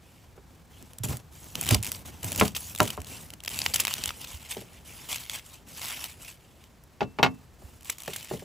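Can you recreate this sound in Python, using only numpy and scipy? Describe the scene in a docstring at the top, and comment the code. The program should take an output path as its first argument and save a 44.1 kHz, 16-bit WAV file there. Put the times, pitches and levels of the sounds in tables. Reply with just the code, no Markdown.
"""A faint brush over dry skin and a soft tap on wood open the scene, in a quiet room with the microphones close.
A broad knife is then worked down through a dry garlic head on a wooden board: skins crinkle (filtered fibre grains)
and snap (noise bursts with a ringing pop), cloves give way in dull thuds (damped sines), and the board knocks under
blade and handling (struck modes and dense noise). Fingers pull the head apart, the knife is laid aside with a clatter
of wood and steel modes, and soft hollow taps sound on the wood; filtered noise makes room hush and board rumble."""
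import sys
import numpy as np
from scipy import signal
from scipy.fft import rfft, irfft, next_fast_len
from scipy.io import wavfile
from scipy.ndimage import uniform_filter1d, map_coordinates

SR = 44100
rng = np.random.default_rng(int(sys.argv[2]) if len(sys.argv) > 2 else 0)


def dump(signal):
    """Clip the signal to [-1, 1] and save it as 16-bit WAV at the path in sys.argv[1]."""
    limited = np.clip(np.atleast_2d(signal).T, -1, 1)
    pcm = np.round(limited * 32767).astype(np.int16)
    wavfile.write(sys.argv[1], SR, pcm)


N = 372204  # samples

# All event levels are relative dB, before the trims in the functions.
# Hush of the quiet room. Each row: frequency in Hz, gain in dB.
AIR_SPECTRUM = [(15, -43), (25, -5), (77, 0.5), (106, -9), (363, -14.5), (1460, -23), (3350, -28.5),
                (15000, -35)]
AIR_DB = -58
# Short answer of the room. Each row: frequency in Hz, time to fall 60 dB in seconds.
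ROOM_DECAY = [(100, 0.2), (500, 0.092), (3000, 0.11), (12000, 0.061)]

# Weight of the hand on the board. Each row: time in seconds, level in dB.
HAND_WEIGHT = [(0.0, -59.5), (1.57, -54), (1.67, -49.5), (6.79, -61), (7.36, -56), (7.94, -62), (8.44, -55)]
# Low rumble of the loaded board. Each row: frequency in Hz, gain in dB.
RUMBLE_SPECTRUM = [(15, -30.5), (35, -19.5), (70, -1.5), (110, -7), (170, -8), (300, -33), (900, -63)]
# Creak of the loaded board. Each row: frequency in Hz, gain in dB.
CREAK_SPECTRUM = [(100, -21.5), (220, 2.5), (420, -4.5), (800, -7), (1400, -13), (4000, -19.5)]

# Cloves give way or shift on the board. Each row: start in seconds, level in dB, pitch in Hz.
CLOVE_THUDS = [(1.001, -29, 112.3), (1.043, -26.5, 116.6), (1.1, -28, 124), (1.134, -29, 122),
               (1.571, -33.5, 74), (1.714, -14, 107), (1.75, -23, 70), (1.789, -29, 108),
               (2.242, -29, 112.7), (2.412, -27, 112), (2.805, -24.5, 110), (2.986, -32.5, 82),
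               (4.003, -38, 75), (4.07, -38, 85), (4.337, -34.5, 70), (4.572, -41, 199), (7.638, -37, 72),
               (8.345, -40.5, 80.2)]
# Soft hollow taps on the wood, from handling or from cloves put down.
# Each row: start in seconds, level in dB, brightness in Hz.
SOFT_TAPS = [(0.378, -38, 1360), (4.567, -25.5, 778), (4.617, -32, 640), (7.62, -40, 700),
             (8.08, -21.5, 865), (8.312, -17, 724), (8.337, -18, 594), (8.422, -30.5, 750)]
# The knife is laid down. Each row: start in seconds, level in dB, brightness in Hz, blade ring in dB.
KNIFE_LANDINGS = [(7.007, -22.5, 2990, -20), (7.016, -14, 870, -38), (7.027, -31.5, 3460, -38),
                  (7.187, -22.5, 2600, -39), (7.196, -16.5, 1000, -34), (7.229, -11, 4500, -42),
                  (7.234, -11, 3130, -42), (7.246, -17, 3280, -39), (7.262, -18, 2440, -37)]
# Knocks on the board: blade blows, their quick echoes from the board's edges, and low bumps of handling.
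# Each row: start in seconds, level in dB, brightness in Hz, contact click in dB.
BOARD_KNOCKS = [(0.823, -38.5, 280, -29), (1.056, -25.5, 320, -21), (1.711, -24.5, 900, 7),
                (1.724, -15.5, 300, -4.5), (1.746, -27, 1190, -5), (2.412, -14.5, 2150, 12),
                (2.423, -15.5, 1180, -4), (2.8028, -12.5, 1280, 7), (2.8164, -17, 980, -19),
                (2.977, -30.5, 1120, 4)]

# Modes of the wood under a soft tap. Each row: frequency in Hz, level in dB, time to fall 60 dB in seconds.
TAP_MODES = [(385.5, -2.5, 0.12), (436, -2.5, 0.09), (562, -9, 0.077), (616, -4.5, 0.066),
             (807, 5.5, 0.013), (1086, -11, 0.039), (1700, -12, 0.032)]
# Modes of the knife on the table. Each row: frequency in Hz, level in dB, time to fall 60 dB in seconds.
KNIFE_MODES = [(204.5, -6.5, 0.14), (261, -9, 0.29), (401, 2, .11), (440, -8.5, 0.19), (619, 1, 0.07),
               (728, -6, 0.11), (823, 7, 0.06), (920, -5.5, 0.095), (1081, -6, 0.11), (1167, -8, 0.12),
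               (1424, -1, 0.077), (1735, -7, 0.063), (1730, -3, 0.079), (2170, 0, 0.073),
               (2630, 3.5, 0.055), (2980, -6, 0.062), (3860, -1.5, .035), (11300, -6, 0.068),
               (14000, 11, 0.06)]
# Modes of the steel blade. Each row: frequency in Hz, level in dB, time to fall 60 dB in seconds.
BLADE_MODES = [(2670, 8, 0.37), (8900, -31, .4)]
# Modes of the board. Each row: frequency in Hz, level in dB, time to fall 60 dB in seconds.
BOARD_MODES = [(205.1, -5.5, 0.23), (265, -6, 0.2), (344, -7, 0.14), (423.4, -0.5, 0.11), (513, -16, 0.017),
               (611, 4, 0.062), (722, -2, 0.1), (822, -5, 0.041), (954, -2.5, 0.079), (1046, 5.5, 0.039),
               (1306, -4, 0.081), (1375, -2, 0.042), (2670, -9.5, .035)]
# Dense wash of weaker wood modes. Each row: frequency in Hz, gain in dB.
WOOD_SPECTRUM = [(50, -21), (110, 0.5), (200, 0), (400, -5), (1000, -1), (1700, 0), (2800, 4.5),
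                 (6000, 0.5), (15000, -11.5)]
# Dying of that wash. Each row: frequency in Hz, time to fall 60 dB in seconds.
WOOD_DECAY = [(100, 0.32), (400, 0.18), (1000, 0.074), (3000, 0.054), (10000, 0.084)]
# Stereo width of wood sounds. Each row: frequency in Hz, side level in dB.
WOOD_WIDTH = [(120, -7), (260, -3.5), (500, -15.5), (1000, -5.5), (3000, -11), (8000, -23)]

# Blade or fingers slide smoothly over the skin.
# Each row: start in seconds, length in seconds, hiss in dB, husk rubbing in dB, load on the board in dB.
SKIN_SLIDES = [(0, 0.24, -65, -66, -75), (.7, 0.19, -61.5, -63.5, -68), (1.31, 0.24, -52, -60.5, -60.5),
               (2.11, 0.2, -55.5, -60, -57), (2.58, 0.12, -42.5, -53, -68), (3.05, 0.12, -44.5, -49.5, -50),
               (3.19, 0.078, -54, -65, -53.5), (4.12, 0.095, -48.5, -54, -60),
               (4.6, 0.21, -63, -62.5, -62.5), (4.84, 0.24, -49, -52.5, -57.5),
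               (5.66, 0.12, -48, -54.5, -58), (6.08, 0.1, -59, -61, -63), (7.58, 0.19, -61.5, -69, -59)]
# Fingers pull at the skins. Each row: start in seconds, length in seconds, level in dB.
SKIN_PULLS = [(4.2, 0.15, -46), (4.39, .22, -51.5), (4.49, 0.029, -41.5), (4.72, 0.051, -57.5),
              (5.085, 0.052, -36), (5.18, .075, -48), (5.3, 0.062, -39.5), (5.44, 0.12, -54),
              (5.76, 0.32, -45.5), (5.81, 0.1, -42), (5.93, .11, -53), (6.19, 0.13, -49.5),
              (6.4, 0.26, -66.5), (7.84, 0.083, -47), (7.98, 0.43, -51.5), (8.075, 0.018, -48),
              (8.133, 0.017, -48), (8.3, 0.017, -47.5)]
# The knife bites into the head.
# Each row: start in seconds, length in seconds, crinkle in dB, husk rubbing in dB, load on the board in dB.
KNIFE_CUTS = [(1.034, 0.014, -35, -45.5, -36.5), (1.085, 0.044, -39, -55, -38),
              (1.15, 0.0083, -57, -70, -60), (1.55, 0.13, -44.5, -49, -45), (1.67, .03, -42, -42, -44),
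              (1.708, 0.025, -34.5, -34.5, -33), (1.835, 0.053, -43, -49, -52),
              (1.92, 0.051, -42.5, -50, -51.5), (2.05, 0.037, -46.5, -52, -47),
              (2.225, 0.16, -42.5, -50, -43), (2.38, 0.081, -34.5, -40, -37.5),
              (2.55, 0.027, -35.5, -42.5, -66.5), (2.793, 0.052, -36, -39.5, -40),
              (2.87, 0.072, -47, -49, -54), (3.5, .21, -40.5, -43, -49), (3.735, 0.099, -40, -40.5, -49.5),
              (3.87, 0.058, -39, -40.5, -57), (3.95, 0.15, -45, -45, -50)]
# How a slide, pull or cut starts and dies away. Each pair: attack in seconds, release in dB per second.
SLIDE_SHAPE = (0.02, 205)
PULL_SHAPE = (0.0064, 269)
CUT_SHAPE = (0.0026, 343)
# Husk rubbing and board load of each pull, relative to its crinkle.
PULL_RUB_DB, PULL_LOAD_DB = -2, -17.5
# Fibres break in slow and quick clumps.
SLOW_CLUMP_DB, QUICK_CLUMP_DB = 2.1, 1.5

# Papery crinkle. Each row: frequency in Hz, gain in dB.
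PAPER_SPECTRUM = [(300, -23), (1500, -19), (3000, -11), (5000, -3.5), (7300, 0.5), (11000, 3.5), (15000, 2)]
# Hollow husk. Each row: frequency in Hz, gain in dB.
HUSK_SPECTRUM = [(200, -25), (600, -4), (1100, -3), (1600, -7.5), (2300, 0.5), (3000, 4.5), (4000, 0),
                 (6000, 0), (12000, -35.5)]
# Sharp crack of a tear. Each row: frequency in Hz, gain in dB.
CRACK_SPECTRUM = [(150, -30.5), (600, -22), (2000, -13.5), (4500, -8.5), (7500, 2), (11000, 1),
                  (15000, -0.5)]

# A skin or stalk snaps loudly.
# Each row: time in seconds, crack in dB, husk ring in dB, husk pitch in Hz, tearing time in seconds.
LOUD_SNAPS = [(.826, -40, -57, 2993, .005), (.934, -41, -54, 3050, 0.0039),
              (.985, -31.5, -49, 4970, 0.0088), (1.035, -28, -45, 3460, .006), (1.17, -31, -53, 3030, .005),
              (1.443, -40, -69, 3000, 0.0027), (1.5547, -24.5, -28, 2900, 0.0047),
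              (1.612, -18.5, -45, 4590, 0.0042), (1.6896, -15.5, -23, 3130, 0.0098),
              (1.709, -12.5, -20.5, 2470, 0.015), (1.746, -13, -18, 4770, .014),
              (1.9182, -20.5, -33.5, 5000, 0.0055), (1.9485, -42, -36.5, 4750, 0.0087),
              (2.2312, -28, -40, 2910, 0.0069), (2.2444, -24, -38, 2507, 0.0085),
              (2.3194, -22, -34.5, 2490, .005), (2.328, -25, -37, 2950, 0.0053),
              (2.3603, -22, -42, 2345, 0.005), (2.3776, -23, -38, 5000, 0.0061),
              (2.399, -14, -20.5, 2750, 0.018), (2.48, -26, -33, 4730, 0.0071),
              (2.55, -36, -32, 3100, 0.0073), (2.5655, -23, -27.5, 3240, 0.015),
              (2.8035, -17, -18, 2800, 0.0054), (2.8303, -22, -42, 3000, .005),
              (2.877, -26.5, -31, 3030, 0.012), (2.904, -25, -28.5, 3100, 0.0075),
              (3.304, -35.5, -41.5, 2760, 0.0043), (3.337, -34.5, -41, 2910, 0.0069),
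              (3.4043, -42, -42.5, 3270, 0.0047), (3.4792, -28, -24.5, 2600, 0.0091),
              (3.59, -18.5, -26.5, 4660, 0.0036), (3.6177, -36, -23.5, 4870, 0.0047),
              (3.663, -22.5, -18, 2300, 0.0052), (3.741, -12.5, -22, 4700, 0.027),
              (3.76, -14, -24, 3040, .012), (3.801, -11, -21, 2756, 0.023),
              (3.8515, -17, -23, 2190, 0.0031), (3.8704, -24, -25, 3810, .004),
              (3.88, -21, -25.5, 2307, 0.0044), (3.939, -18.5, -28.5, 3910, .003),
              (4.0384, -22, -27, 4560, 0.0058), (4.0579, -19.5, -30, 3000, 0.0062),
              (4.0772, -25, -30, 3420, 0.017), (4.0917, -32, -28, 3550, .004),
              (4.1063, -34, -30, 1300, 0.0039), (5.1289, -24, -28.5, 3270, .01),
              (5.1597, -26.5, -30.5, 2675, 0.0067), (5.2975, -27.5, -28.5, 3420, 0.0059),
              (6.0417, -26, -31.5, 3000, 0.0038), (6.64, -49, -51.5, 3000, 0.0037),
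              (6.838, -45, -78, 1850, .003), (7.899, -17, -26, 2270, 0.014),
              (8.079, -33, -32, 1735, 0.0077), (8.135, -28.5, -33.5, 3280, 0.013),
              (8.162, -24, -34.5, 1696, .014)]
# The skin sticks and slips in a quick run of snaps.
# Each row: start in seconds, length in seconds, slips per second, level in dB.
SLIP_RUNS = [(1.629, .055, 100, -28), (1.828, .052, 112, -26), (2.75, .045, 75, -30.5),
             (2.931, .14, 45, -38), (3.437, .1, 75, -34), (4.215, .09, 30, -35.5), (7.809, .025, 90, -44.5),
             (7.847, .045, 90, -42), (7.984, .08, 55, -37), (8.184, .06, 50, -38)]
# Timing scatter as a part of the slip period, level scatter, husk level relative to the crack.
SLIP_UNEVEN, SLIP_SCATTER_DB, SLIP_HUSK_DB = .3, 4, -9
# Chances of a small snap per second, kept only while the skins are worked; crack level above the work.
SMALL_CHANCES_PER_S, SMALL_SNAP_DB = 60, 1.5
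# Level scatter, husk level relative to the crack.
SMALL_SCATTER_DB, SMALL_HUSK_DB = 6, -6
HUSK_HZ = 3030  # middle pitch of slips and small snaps

TOP_HZ = 15850  # upper limit of the microphones


def amp(db):
    """Decibels to gain."""
    return 10 ** (np.asarray(db) / 20)


def unit(x):
    """Scale to rms 1."""
    return x / np.sqrt(np.mean(x ** 2) + 1e-20)


def along(points, hz):
    """Read (Hz, value) points on a log frequency axis."""
    f, v = np.transpose(points)
    return np.interp(np.log(hz + 1), np.log(f + 1), v)


def curves(rows):
    """One value per sample for each column after the time."""
    s, *cols = np.transpose(rows)
    return [np.interp(np.arange(N) / SR, s, c) for c in cols]


def wobble(rate):
    """A smooth random curve with rate knots a second."""
    knots = rng.standard_normal(int(N * rate / SR) + 4)
    return map_coordinates(knots, [np.arange(N) * rate / SR])


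def filtered(x, response):
    """x through a response of frequency."""
    n = x.shape[-1]
    m = next_fast_len(n + 4096)
    return irfft(rfft(x, m) * response(np.fft.rfftfreq(m, 1 / SR)), m)[..., :n]


def coloured(x, gain, size=2048):
    """x through the causal minimum-phase filter with this gain, so attacks stay sharp."""
    cepstrum = irfft(np.log(gain(np.fft.rfftfreq(size, 1 / SR)) + 1e-6))
    # folding the cepstrum onto positive times gives minimum phase
    cepstrum[1:size // 2] *= 2
    cepstrum[size // 2 + 1:] = 0
    impulse = irfft(np.exp(rfft(cepstrum)))
    return signal.fftconvolve(x, impulse[None], axes=1)[:, :x.shape[1]]


def spread(pair, side_db):
    """Left and right from a middle signal and a side signal at its own level."""
    mid, side = pair[0], amp(side_db) * pair[1]
    return np.array([mid + side, mid - side])


def wide(pair):
    """Left and right of wood, with a width that depends on frequency."""
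    side = coloured(pair[1:], lambda hz: amp(along(WOOD_WIDTH, hz)))[0]
    return np.array([pair[0] + side, pair[0] - side])


def add(track, s, sound):
    """Mix a sound in at time s."""
    start = max(round(s * SR), 0)
    part = track[:, start:start + sound.shape[1]]
    part += sound[:, :part.shape[1]]


def strokes(rows, edges, column=2):
    """Gain of a row of strokes: each rises, holds for its length and dies away."""
    attack_s, release_db_per_s = edges
    t, gain = np.arange(SR) / SR, np.zeros((1, N))
    for row in rows:
        release = amp(-release_db_per_s * np.maximum(t - row[1], 0))
        shape = (1 - np.exp(-t / attack_s)) * release
        add(gain, row[0], amp(row[column]) * shape[None])
    return gain[0]


def dying_noise(t60s, size):
    """Two noises in which each frequency dies at its own speed."""
    hz, t, z = signal.stft(rng.standard_normal((2, size)), SR, nperseg=128)
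    fade = amp(-60 * t / along(t60s, hz)[:, None])
    return signal.istft(z * fade, SR, nperseg=128)[1][:, :size]


def air():
    """The steady hush of the room: shaped noise."""
    hush = unit(filtered(rng.standard_normal((2, N)), lambda hz: amp(along(AIR_SPECTRUM, hz))))
    return amp(AIR_DB) * spread(hush, side_db=-11.5)


def room(x):
    """A short answer from the room: the sound convolved with dying noise."""
    tail = dying_noise(ROOM_DECAY, SR // 2)
    tail = tail / np.linalg.norm(tail[0])
    return signal.fftconvolve(x.mean(axis=0)[None], tail, axes=1)[:, :N]


def load():
    """The board rumbles and creaks under the leaning hand, and more with each stroke."""
    lean = amp(curves(HAND_WEIGHT)[0])
    push = strokes(KNIFE_CUTS, CUT_SHAPE, column=4) + strokes(SKIN_SLIDES, SLIDE_SHAPE, column=4)
    push = push + amp(PULL_LOAD_DB) * strokes(SKIN_PULLS, PULL_SHAPE)
    rumble = unit(filtered(rng.standard_normal((2, N)), lambda hz: amp(along(RUMBLE_SPECTRUM, hz))))
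    uneven = rng.standard_normal((2, N)) * amp(2.8 * wobble(90))
    creak = unit(coloured(uneven, lambda hz: amp(along(CREAK_SPECTRUM, hz))))
    rumble_gain = np.hypot(lean, amp(-1.5) * push)
    creak_gain = np.hypot(amp(-3.5) * lean, amp(-.5) * push)
    return rumble_gain * spread(rumble, side_db=-12.0) + creak_gain * wide(creak)


def ring(modes, t, vary_db):
    """Two views of an object's decaying modes, struck at new strengths."""
    hz, db, t60 = np.transpose(modes)[:, :, None]
    gain = amp(db + vary_db * rng.standard_normal(hz.shape) - 60 * t / t60)
    phase = rng.random((2, len(modes), 1))
    return np.sum(gain * np.sin(2 * np.pi * (hz * t + phase)), axis=1)


def contact(hz, bright_hz):
    """A softer contact, with lower brightness, passes less treble."""
    return 1 / np.sqrt(1 + (hz / bright_hz) ** 5)


def wood_blow(modes, t, bright_hz, modes_db, dense_db):
    """A wooden slab answers with its main modes and a dense wash of weaker ones."""
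    dense = coloured(dying_noise(WOOD_DECAY, len(t)), lambda hz: amp(along(WOOD_SPECTRUM, hz)))
    main = ring(modes, t, vary_db=1.2)
    return coloured(amp(modes_db) * main + amp(dense_db) * dense, lambda hz: contact(hz, bright_hz))


def taps():
    """Soft contacts, from handling or cloves put down, sound the wood modes as small hollow taps."""
    out, t = np.zeros((2, N)), np.arange(SR // 4) / SR
    for s, db, bright_hz in SOFT_TAPS:
        body = wood_blow(TAP_MODES, t, bright_hz, modes_db=-9, dense_db=0)
        add(out, s, amp(db) * spread(body, side_db=-14))
    return out


def clatter():
    """The knife strikes the table several times as it is laid down; wood and thin steel modes ring."""
    out, t = np.zeros((2, N)), np.arange(SR // 2) / SR
    for s, db, bright_hz, ring_db in KNIFE_LANDINGS:
        steel = amp(-11) * ring(BLADE_MODES, t, vary_db=1)
        wood = wood_blow(KNIFE_MODES, t, bright_hz, modes_db=-10.0, dense_db=2.5)
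        add(out, s, amp(db - 2.0) * wide(wood + amp(ring_db) * steel))
    return out


def thuds():
    """Each sudden yielding or shift of the cloves pushes the board into a damped low swing."""
    out, t = np.zeros((2, N)), np.arange(SR // 4) / SR
    for s, db, pitch_hz in CLOVE_THUDS:
        onset = (1 - np.exp(-t / 0.0047)) ** 2
        swing = np.sin(2 * np.pi * pitch_hz * t) * amp(-60 * t / 0.11) * onset
        add(out, s, amp(db + 7.0) * swing * amp([[-2.5], [2.2]]))  # stronger on the right
    return out


def knocks():
    """Blade blows, their edge echoes and handling bumps: each a short push with the ringing of the wood."""
    out, t = np.zeros((2, N)), np.arange(SR // 3) / SR
    for s, db, bright_hz, click_db in BOARD_KNOCKS:
        push = np.sin(2 * np.pi * bright_hz * t) * np.exp(-t * bright_hz)
        body = wood_blow(BOARD_MODES, t, bright_hz, modes_db=-8, dense_db=4.5)
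        add(out, s, amp(db) * (wide(body) + amp(click_db + 1.5) * push))
    return out


def grains(rate, pitch_hz, cycles, scatter_db, size=64):
    """Two streams of tiny fibre breaks, each a damped sine of its own pitch and strength."""
    count = int(rate * N / SR)
    when, strength, phase, other = rng.random((count, 4)).T
    hz = np.clip(pitch_hz * np.exp(0.5 * rng.standard_normal(count)), 500, SR / 2.2)[:, None]
    turns = hz * np.arange(size) / SR
    level = amp(scatter_db * np.minimum(-np.log(1 - strength), 5))
    fade = level[:, None] * np.exp(-turns / cycles)
    at = ((when * N).astype(int)[:, None] + np.arange(size)).ravel()
    streams = []
    for p in (phase, other):
        breaks = fade * np.sin(2 * np.pi * (turns + p[:, None]))
        streams.append(np.bincount(at, breaks.ravel(), N)[:N])
    return np.array(streams)


def patchy(x, depth_db):
    """Each flake of skin favours its own pitches for a moment: a smoothed random gain field."""
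    z = signal.stft(x, nperseg=512)[2]
    field = uniform_filter1d(rng.standard_normal(z.shape[1:]), size=5, axis=0)
    field = uniform_filter1d(field, size=6, axis=1)
    return signal.istft(z * amp(depth_db * unit(field)), nperseg=512)[1][:, :N]


def skins():
    """Dry skins crinkle in clumps under knife and fingers, and hiss evenly where these only slide."""
    cut, pull = strokes(KNIFE_CUTS, CUT_SHAPE), strokes(SKIN_PULLS, PULL_SHAPE)
    clumps = amp(SLOW_CLUMP_DB * wobble(70) + QUICK_CLUMP_DB * wobble(330) - 0.93)

    paper = grains(rate=4500, pitch_hz=9300, cycles=0.58, scatter_db=2.5)
    paper = coloured(paper, lambda hz: amp(along(PAPER_SPECTRUM, hz)))
    crinkle = spread(unit(patchy(paper, depth_db=3.0)), side_db=-40)
    husk = grains(rate=3000, pitch_hz=2790, cycles=0.84, scatter_db=1.5)
    husk = coloured(husk, lambda hz: amp(along(HUSK_SPECTRUM, hz)))
    rub = spread(unit(patchy(husk, depth_db=3.0)), side_db=-16)

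    crinkle_gain = np.hypot(clumps * np.hypot(cut, pull), strokes(SKIN_SLIDES, SLIDE_SHAPE))
    rough_rub = np.hypot(strokes(KNIFE_CUTS, CUT_SHAPE, column=3), amp(PULL_RUB_DB) * pull)
    smooth_rub = strokes(SKIN_SLIDES, SLIDE_SHAPE, column=3)
    rub_gain = np.hypot(clumps * rough_rub, smooth_rub)
    return amp(0.77) * crinkle_gain * crinkle + amp(-0.45) * rub_gain * rub


def small_snaps():
    """Lesser snaps come at random while the skins are worked, stronger the harder the work."""
    work = np.hypot(strokes(KNIFE_CUTS, CUT_SHAPE), strokes(SKIN_PULLS, PULL_SHAPE))
    work_db = 20 * np.log10(work + 1e-9)
    rows, idle_db = [], -68
    for when, size, hollow, pitch in rng.random((int(SMALL_CHANCES_PER_S * N / SR), 4)):
        level_db = work_db[int(when * N)]
        if level_db > idle_db:
            crack_db = level_db + SMALL_SNAP_DB + SMALL_SCATTER_DB * (2 * size - 1)
            husk_db = crack_db + SMALL_HUSK_DB + SMALL_SCATTER_DB * (2 * hollow - 1)
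            rows.append((when * N / SR, crack_db, husk_db, HUSK_HZ * 2 ** (pitch - .5), .004))
    return rows


def slips():
    """Each run of skin catches and lets go at a nearly even rate."""
    rows = []
    for start, length, rate, db in SLIP_RUNS:
        for k, (late, size, hollow, pitch) in enumerate(rng.uniform(-1, 1, (16, 4))):
            if k / rate <= length:
                s = start + (k + SLIP_UNEVEN * late * (k > 0)) / rate
                crack_db = db + SLIP_SCATTER_DB * size
                husk_db = db + SLIP_HUSK_DB + SLIP_SCATTER_DB * hollow
                rows.append((s, crack_db, husk_db, HUSK_HZ * 2 ** (pitch / 2), .007))
    return rows


def snaps(size=1024):
    """A tear runs through a skin in a few milliseconds and rings the hollow husk around it."""
    out, t = np.zeros((2, N)), np.arange(size) / SR

    def sized(x):
        """Scale to the energy of a 1.5 ms burst of rms 1."""
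        return x / np.sqrt(np.sum(x[0] ** 2) / (.0015 * SR))

    for s, crack_db, husk_db, pitch_hz, tear_s in list(LOUD_SNAPS) + slips() + small_snaps():
        burst = (1 - np.exp(-t / (.2 * tear_s))) ** 2 * amp(-60 * t / tear_s)
        tear = burst + amp(-42 - 60 * t / .02)  # with a weak, slower tail
        crack = coloured(rng.standard_normal((2, size)) * tear, lambda hz: amp(along(CRACK_SPECTRUM, hz)))
        rasp = coloured(rng.standard_normal((2, size)) * tear, lambda hz: amp(along(HUSK_SPECTRUM, hz)))
        pop = np.sin(2 * np.pi * pitch_hz * t) * amp(-60 * t / 0.0071) * np.ones((2, 1))
        husk = sized(1.04 * sized(rasp) + sized(pop))
        snap = amp(crack_db - 0.25) * sized(crack) + amp(husk_db + 2.98) * husk
        add(out, s - tear_s / 10, spread(snap, side_db=-16.0))
    return out


def scene():
    """All the work on the board, with a little room."""
    direct = load() + thuds() + taps() + clatter() + knocks() + skins() + snaps()
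    return air() + amp(-19.5) * room(direct) + direct


def record(dry):
    """The microphones drop the deepest bass and the top; their high treble reaches the left side later."""
    low_cut_hz = 35
    thin = signal.sosfilt(signal.butter(2, low_cut_hz, "high", fs=SR, output="sos"), dry)
    split_hz, lag_s = 7900, .000317

    def response(hz):
        """Steep top limit; above the split each side shifts by half the lag, in opposite directions."""
        turn = np.pi * lag_s * np.maximum(hz - split_hz, 0) * np.array([[1], [-1]])
        return np.exp(-1j * turn) / np.sqrt(1 + (hz / TOP_HZ) ** 200)

    return filtered(thin, response)


dry = scene()
out = record(dry)
dump(out)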